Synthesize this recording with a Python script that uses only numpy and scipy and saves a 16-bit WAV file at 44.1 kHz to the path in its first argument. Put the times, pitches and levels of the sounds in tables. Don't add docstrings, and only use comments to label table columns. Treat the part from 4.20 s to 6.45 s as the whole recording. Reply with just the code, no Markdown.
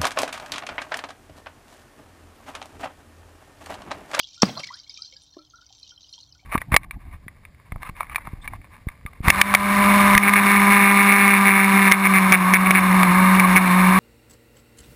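import sys
import numpy as np
from scipy import signal
from scipy.io import wavfile

SR = 44100
rng = np.random.default_rng(int(sys.argv[2]) if len(sys.argv) > 2 else 0)


def waveform_to_disk(signal):
    frames = np.transpose(np.atleast_2d(signal))
    scaled = np.clip(frames, -1, 1) * 32767
    samples = np.round(scaled).astype(np.int16)
    wavfile.write(sys.argv[1], SR, samples)


N = 99225
T = np.arange(N) / SR

# start in seconds, level in dB.
RIM_HITS = [(0.2194, -13), (0.2213, 2.5), (0.2225, -7.5), (0.2240, -6.5)]
# pitch in Hz, level in dB, fade time in seconds.
RIM_TONES = [(1110, -21.5, .014), (4200, -24, 0.0069), (5330, -12, .007), (5510, -3, .008)]
# pitch in Hz, level in dB, fade time in seconds.
DISC_TONES = [(312, -22, .05), (441, -16, .025), (640, -18, .018), (1130, -17, .014), (4380, -12, 0.0068)]
# frequency in Hz, level in dB per Hz.
TEAR_SPECTRUM = [(100, -15.5), (300, -2.5), (600, 2.5), (850, -1.5), (1200, 2), (2200, -6.5), (3300, -5),
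                 (5500, -9.5), (7500, -24.5), (15000, -38)]
# frequency in Hz, level in dB per Hz, fade time in seconds.
CHURN_SPECTRUM = [(40, -16, .5), (110.05, 1, .55), (203, 9.5, .42), (370, -2, 0.39), (700, -6, .34),
                  (1500, -18, 0.64), (3080, -15.5, .5), (5200, -16, .5), (8000, -30.5, 0.58),
                  (14900, -36.5, .65)]
# peak time in seconds, level in dB, half-length in seconds, low and high edges in Hz.
SLOSH_SWELLS = [(0.293, -42.5, 0.014, 603, 3730), (0.3757, -35.5, 0.0076, 548, 1390),
                (0.387, -48, 0.021, 91, 300), (0.402, -38.5, 0.0072, 530, 5500),
                (0.4442, -36.5, 0.0038, 1850, 6100), (0.472, -40.5, 0.0039, 1700, 6000)]
# pitch in Hz, level in dB.
SPRAY_PITCHES = [(600, -8.5), (1200, -1), (2200, -1.5), (4800, 8), (6500, -2.5), (9000, -9.5)]
# start in seconds, level in dB, pitch in Hz.
DROP_HITS = [(0.0022, -26.5, 3355), (0.029, -32.5, 2944), (0.0421, -29, 3340), (0.164, -38, 5500),
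             (0.2534, -22.5, 4840), (0.2825, -35, 2090), (0.2990, -33, 3330), (0.353, -35.5, 3360),
             (0.3736, -22, 4180), (0.395, -29, 4900), (0.4009, -32.5, 2700), (0.4077, -38, 4380),
             (0.4286, -57, 4540), (0.4345, -24, 2231), (0.4413, -26, 4800), (0.4721, -30, 5200),
             (0.4882, -33, 1985), (0.5392, -30, 4980), (0.5423, -31.5, 4150), (0.5984, -32, 4600),
             (0.6950, -27, 4990), (0.7206, -53.5, 4800), (0.7415, -31, 5470), (0.7627, -39, 3780),
             (0.7716, -39.5, 2426), (0.798, -46, 3820), (0.8201, -23, 4810), (0.8468, -32.5, 4190),
             (0.8592, -32, 4760), (0.9656, -33, 4770), (1.1886, -39, 4240), (1.2997, -44.5, 6370),
             (1.3569, -41.5, 5730), (1.4643, -39, 5750), (1.6296, -32, 4120), (1.7069, -38.5, 3150),
             (1.761, -43.5, 4085), (1.7765, -40, 3140), (1.8303, -40, 4120), (1.8437, -42, 3064),
             (1.8960, -56, 4180), (1.9269, -32.5, 4200), (1.9386, -39, 3100), (1.9790, -39, 3260),
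             (2.003, -38, 4080), (2.0083, -40, 6150), (2.0308, -37, 4257), (2.1240, -38, 5140)]
# start in seconds, level in dB, pitch in Hz, rise in octaves per second,
# swell time in seconds, fade time in seconds.
BIG_BUBBLES = [(0.173, -52.5, 1360, 3, .004, 0.23), (0.292, -26.5, 727, 5, 0.0032, 0.011),
               (0.366, -37, 614.5, 11, 0.0042, 0.16), (0.374, -32.5, 1074, 8.5, 0.0034, 0.079),
               (0.397, -36.5, 559, 2, 0.001, 0.054), (0.499, -33.5, 852, 27.5, 0.012, 0.035),
               (0.528, -41.5, 1310, 12.5, 0.0031, 0.12), (0.664, -53, 2266, -4.5, 0.0038, 0.026),
               (0.696, -47.5, 2213, 3.5, 0.0026, 0.045), (0.785, -52.5, 1229, 5, 0.0051, 0.17),
               (0.924, -49, 2205, 1.5, 0.0026, 0.04), (0.925, -58, 518, 1.5, 0.0063, 0.086),
               (0.96, -59.5, 1665, 0, 0.0019, .08), (1.141, -59, 1745, -2, 0.0043, 0.027),
               (1.186, -49, 1297, 2.5, 0.006, 0.1), (1.333, -43.5, 1326, 4.5, 0.0099, 0.088),
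               (1.383, -48.5, 1362, 1.5, 0.008, 0.051), (1.419, -51, 1410, 5, 0.0037, 0.048),
               (1.503, -52, 792, -1.5, 0.0037, 0.037), (1.718, -52.5, 1450, -3, 0.0037, .08),
               (1.977, -53.5, 947, -2, 0.0068, 0.059), (2.151, -56, 1406, 5, .004, 0.031),
               (2.192, -55, 2217, 5.5, 0.0025, .08), (2.227, -56.5, 743, -0.5, 0.0057, 0.047)]
# peak time in seconds, level in dB, half-length in seconds.
SPURT_SWELLS = [(0.157, -71, .02), (0.401, -52.5, 0.01), (0.545, -63.5, 0.024), (0.698, -78, 0.063),
                (0.814, -73.5, 0.022), (1.035, -65.5, 0.014), (1.6, -69.5, 0.025), (1.925, -68, 0.038),
                (2.010, -73.5, 0.017)]
# pitch in Hz, level in dB.
SPURT_PITCHES = [(6600, 2.5), (7500, 1), (9000, 3.5), (11000, -9.5), (14000, -13.5)]
# time in seconds, level in dB.
TRICKLE_LEVELS = [(0, -44), (0.1, -48), (0.2, -47), (0.4, -42), (0.55, -43.5), (0.65, -52), (0.75, -45),
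                  (0.87, -48), (1.0, -52.5), (1.12, -56), (1.22, -57), (1.3, -60.5), (1.45, -54.5),
                  (1.6, -53), (1.68, -46.5), (1.78, -55.5), (2.0, -51), (2.25, -61.5)]
# pitch in Hz, level in dB.
TRICKLE_PITCHES = [(2200, -16.5), (2700, -17), (3100, -1.5), (3700, -13.5), (4200, 7.5), (4600, -3.5),
                   (5000, 2), (5700, 2), (6300, -1.5), (6900, -18.5), (8300, -24.5)]
# pitch in Hz, level in dB, fade time in seconds.
GULP_TONES = [(309, -46, 0.25), (346, -35.5, 0.043), (585, -52.5, 0.14), (635, -42.5, .022),
              (1075, -47.5, 0.018)]
# pitch in Hz, level in dB, fade time in seconds.
LINGERING_TONES = [(3164, -5, .11), (3670, -8.5, 0.033), (4183, -5.5, 0.33), (4400, -9, .1),
                   (5000, -11.5, .09), (5620, -4.5, .1), (6164, -7, .09), (7400, -6, 0.22)]
# frequency in Hz, level in dB per Hz.
AIR_SPECTRUM = [(25, -10.5), (55, 1.5), (120, -2), (200, -14), (400, -19.5), (800, -14.5), (1600, -24.5),
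                (3000, -44), (6000, -33), (9000, -37.5), (15000, -34)]

SLAP_S = .232
DISC_ATTACK_S = .00025


def rim():
    rings = sum(from_db(db + tone_db) * ping(start, hz, t60, DISC_ATTACK_S)
                for start, db in RIM_HITS for hz, tone_db, t60 in RIM_TONES)
    cracks = sum(from_db(db - 42) * fade(T - start, t60=.03) for start, db in RIM_HITS)
    return rings + cracks * unit_rms(band_noise(1500, 11000))


def slap(pocket_hz=200):
    age = T - SLAP_S
    before = np.minimum(age, 0)
    build_up = np.exp(before / .008) * (T > RIM_HITS[1][0])
    tear_level = np.where(age < 0, build_up, fade(age, t60=.04))
    tearing = from_db(-17) * tear_level * shaped_noise(TEAR_SPECTRUM)
    squeeze = from_db(-3.5) * np.exp(before / .0005)
    boom = -from_db(-2) * np.cos(2 * np.pi * pocket_hz * age) * fade(age, t60=.046)
    pocket = filtered(np.where(age < 0, squeeze, boom), 2260, "low")
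    disc = sum(from_db(db) * ping(SLAP_S, hz, t60, DISC_ATTACK_S) for hz, db, t60 in DISC_TONES)
    return filtered(tearing + pocket - disc, 49, "high")


def churn(lumps_db=2.5):
    age = T - SLAP_S
    steady, wash = np.zeros(N), np.zeros(N)
    for hz, band in noise_bands():
        lumps = lumps_db * wander(per_s=min(290, hz / 10))
        lumpy_band = from_db(at_hz(CHURN_SPECTRUM, hz) - lumps) * band
        steady += lumpy_band
        wash += lumpy_band * fade(age, t60=at_hz(CHURN_SPECTRUM, hz, column=2))
    sloshes = sum(from_db(db) * hump(peak, half) * unit_rms(band_noise(low, high))
                  for peak, db, half, low, high in SLOSH_SWELLS)
    spray = fade(age, t60=.77) * tiny_bubbles(SPRAY_PITCHES, per_s=660, spread_db=0, pitches=24)
    return from_db(-28.5) * wash / np.std(steady) + sloshes + from_db(-41.5) * spray


def drops(droplets=3, droplet_hz=4690, within_s=.0066):
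    tick_level = sum(from_db(db - 28.5) * fade(T - start, t60=.055) for start, db, _ in DROP_HITS)
    ticks = tick_level * unit_rms(band_noise(3700, 5900))
    out = filtered(filtered(ticks, 3000, "high", order=6), 7000, "low", order=4)
    for start, db, hz in DROP_HITS:
        out += from_db(db - 2.5) * plink(start, hz)
        for late, high in rng.random((droplets, 2)):
            octaves = .3 * (2 * high - 1)
            out += from_db(db - 14) * plink(start + late * within_s, droplet_hz * 2 ** octaves)
    return out


def plink(start, hz, peak_cycles=7):
    out = np.zeros(N)
    live = (T >= start) & (T < start + 10 * peak_cycles / hz)
    cycles = (T[live] - start) * hz
    swell = cycles / peak_cycles
    out[live] = np.sin(2 * np.pi * cycles) * (swell * np.exp(1 - swell)) ** 2
    return out


def bubbles():
    return sum(from_db(db) * ping(start, hz, t60, swell, rise)
               for start, db, hz, rise, swell, t60 in BIG_BUBBLES)


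def spurts():
    level = sum(from_db(db) * hump(peak, half) for peak, db, half in SPURT_SWELLS)
    return level * tiny_bubbles(SPURT_PITCHES, per_s=1500, spread_db=10, pitches=18)


def trickle(ticks_per_s=120, tick_t60=.018):
    kicks = (rng.random(N) < ticks_per_s / SR) * random_sizes(spread_db=4.5)
    bursts = signal.lfilter([1], [1, -fade_step(tick_t60)], kicks + 1e-18)
    ringing = unit_rms(after_ring(bursts * rng.standard_normal(N)))
    crisp = unit_rms(filtered(bursts * band_noise(3300, 6200), 2526, "high", order=6))
    ticks = filtered(from_db(-7.5) * ringing + crisp, 6800, "low", order=6)
    fizz = tiny_bubbles(TRICKLE_PITCHES, per_s=650, spread_db=9, pitches=48)
    flow = from_db(np.interp(T, *np.transpose(TRICKLE_LEVELS)))
    return flow * (from_db(-9.5) * fizz + from_db(-7) * ticks)


def tiny_bubbles(spectrum, per_s, spread_db, pitches, ring_cycles=71):
    out = np.zeros(N)
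    for hz in np.geomspace(spectrum[0][0], spectrum[-1][0], pitches):
        born = rng.random(N) < per_s / pitches / SR
        sizes = random_sizes(spread_db) * np.sign(rng.random(N) - .5)
        decay, angle = fade_step(ring_cycles / hz), 2 * np.pi * hz / SR
        feedback = [1, -2 * decay * np.cos(angle), decay ** 2]
        ring = signal.lfilter([np.sin(angle)], feedback, born * sizes + 1e-18)
        softened = signal.lfilter([1 - decay, 0, decay - 1], feedback, ring + 1e-18)
        out += from_db(at_hz(spectrum, hz)) * softened
    return unit_rms(out)


def gulp(start=1.1655):
    return sum(from_db(db) * ping(start, hz, t60, swell=.006) for hz, db, t60 in GULP_TONES)


def after_ring(patter):
    out = np.zeros(N)
    for hz, db, t60 in LINGERING_TONES:
        decay = fade_step(t60)
        feedback = [1, -2 * decay * np.cos(2 * np.pi * hz / SR), decay ** 2]
        out += from_db(db) * signal.lfilter([1 - decay ** 2, 0, decay ** 2 - 1], feedback, patter)
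    return out


def banks(sound, delay_s=.0044):
    tail = (band_noise(450, 8000) * fade(T - delay_s, t60=.15))[:SR // 2]
    tail /= np.sqrt(np.sum(tail ** 2))
    return from_db(-15) * signal.fftconvolve(sound, tail)[:N]


def air(hum_hz=291.6):
    puff = from_db(-61.5) * hump(peak=2.12, half_length=.083) * unit_rms(band_noise(47.7, 126))
    hum = from_db(-75) * np.sin(2 * np.pi * hum_hz * T)
    return from_db(-66.5) * shaped_noise(AIR_SPECTRUM) + hum + puff


def ping(start, hz, t60, swell, octaves_per_s=0):
    out = np.zeros(N)
    live = (T >= start) & (T < start + swell + 2 * t60)
    age = T[live] - start
    phase = 2 * np.pi * np.cumsum(hz * 2 ** (octaves_per_s * age)) / SR
    attack = np.sin(np.pi / 2 * np.minimum(age / swell, 1)) ** 2
    out[live] = np.sin(phase) * attack * fade(np.maximum(age - swell, 0), t60)
    return out


def band_noise(low_hz, high_hz):
    band_pass = signal.butter(3, [low_hz, min(high_hz, .47 * SR)], "band", fs=SR, output="sos")
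    return signal.sosfilt(band_pass, rng.standard_normal(N + SR // 4))[-N:]


def noise_bands():
    edges = 24 * 2 ** np.arange(0, 9.6, .5)
    return [(np.sqrt(low * high), band_noise(low, high)) for low, high in zip(edges, edges[1:])]


def shaped_noise(spectrum):
    return unit_rms(sum(from_db(at_hz(spectrum, hz)) * band for hz, band in noise_bands()))


def filtered(sound, hz, keep, order=2):
    return signal.sosfilt(signal.butter(order, hz, keep, fs=SR, output="sos"), sound)


def fade(age, t60):
    return (age >= 0) * np.exp(-np.log(1000) * np.maximum(age, 0) / t60)


def fade_step(t60):
    return np.exp(-np.log(1000) / (t60 * SR))


def hump(peak, half_length):
    return np.exp(-((T - peak) / half_length) ** 2)


def wander(per_s):
    return np.interp(T * per_s, np.arange(N), rng.standard_normal(N))


def random_sizes(spread_db):
    return from_db(spread_db * np.minimum(rng.exponential(1, N), 3))


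def at_hz(rows, hz, column=1):
    table = np.array(rows, float)
    return np.interp(np.log(hz), np.log(table[:, 0]), table[:, column])


def from_db(db):
    return 10 ** (np.asarray(db) / 20)


def unit_rms(sound):
    return sound / np.sqrt(np.mean(sound ** 2) + 1e-20)


def scene():
    splash = rim() + slap() + churn()
    patter = drops() + trickle() + spurts()
    water = patter + after_ring(patter) + bubbles() + gulp()
    echo = banks(water + from_db(-13) * splash)
    return (splash + water + echo + air())[None]


def record(dry):
    ceiling, stop_hz = 1.15, 16600
    low_pass = signal.cheby2(14, 60, stop_hz, fs=SR, output="sos")
    return signal.sosfilt(low_pass, ceiling * np.tanh(dry / ceiling))


dry = scene()
out = record(dry)
waveform_to_disk(out)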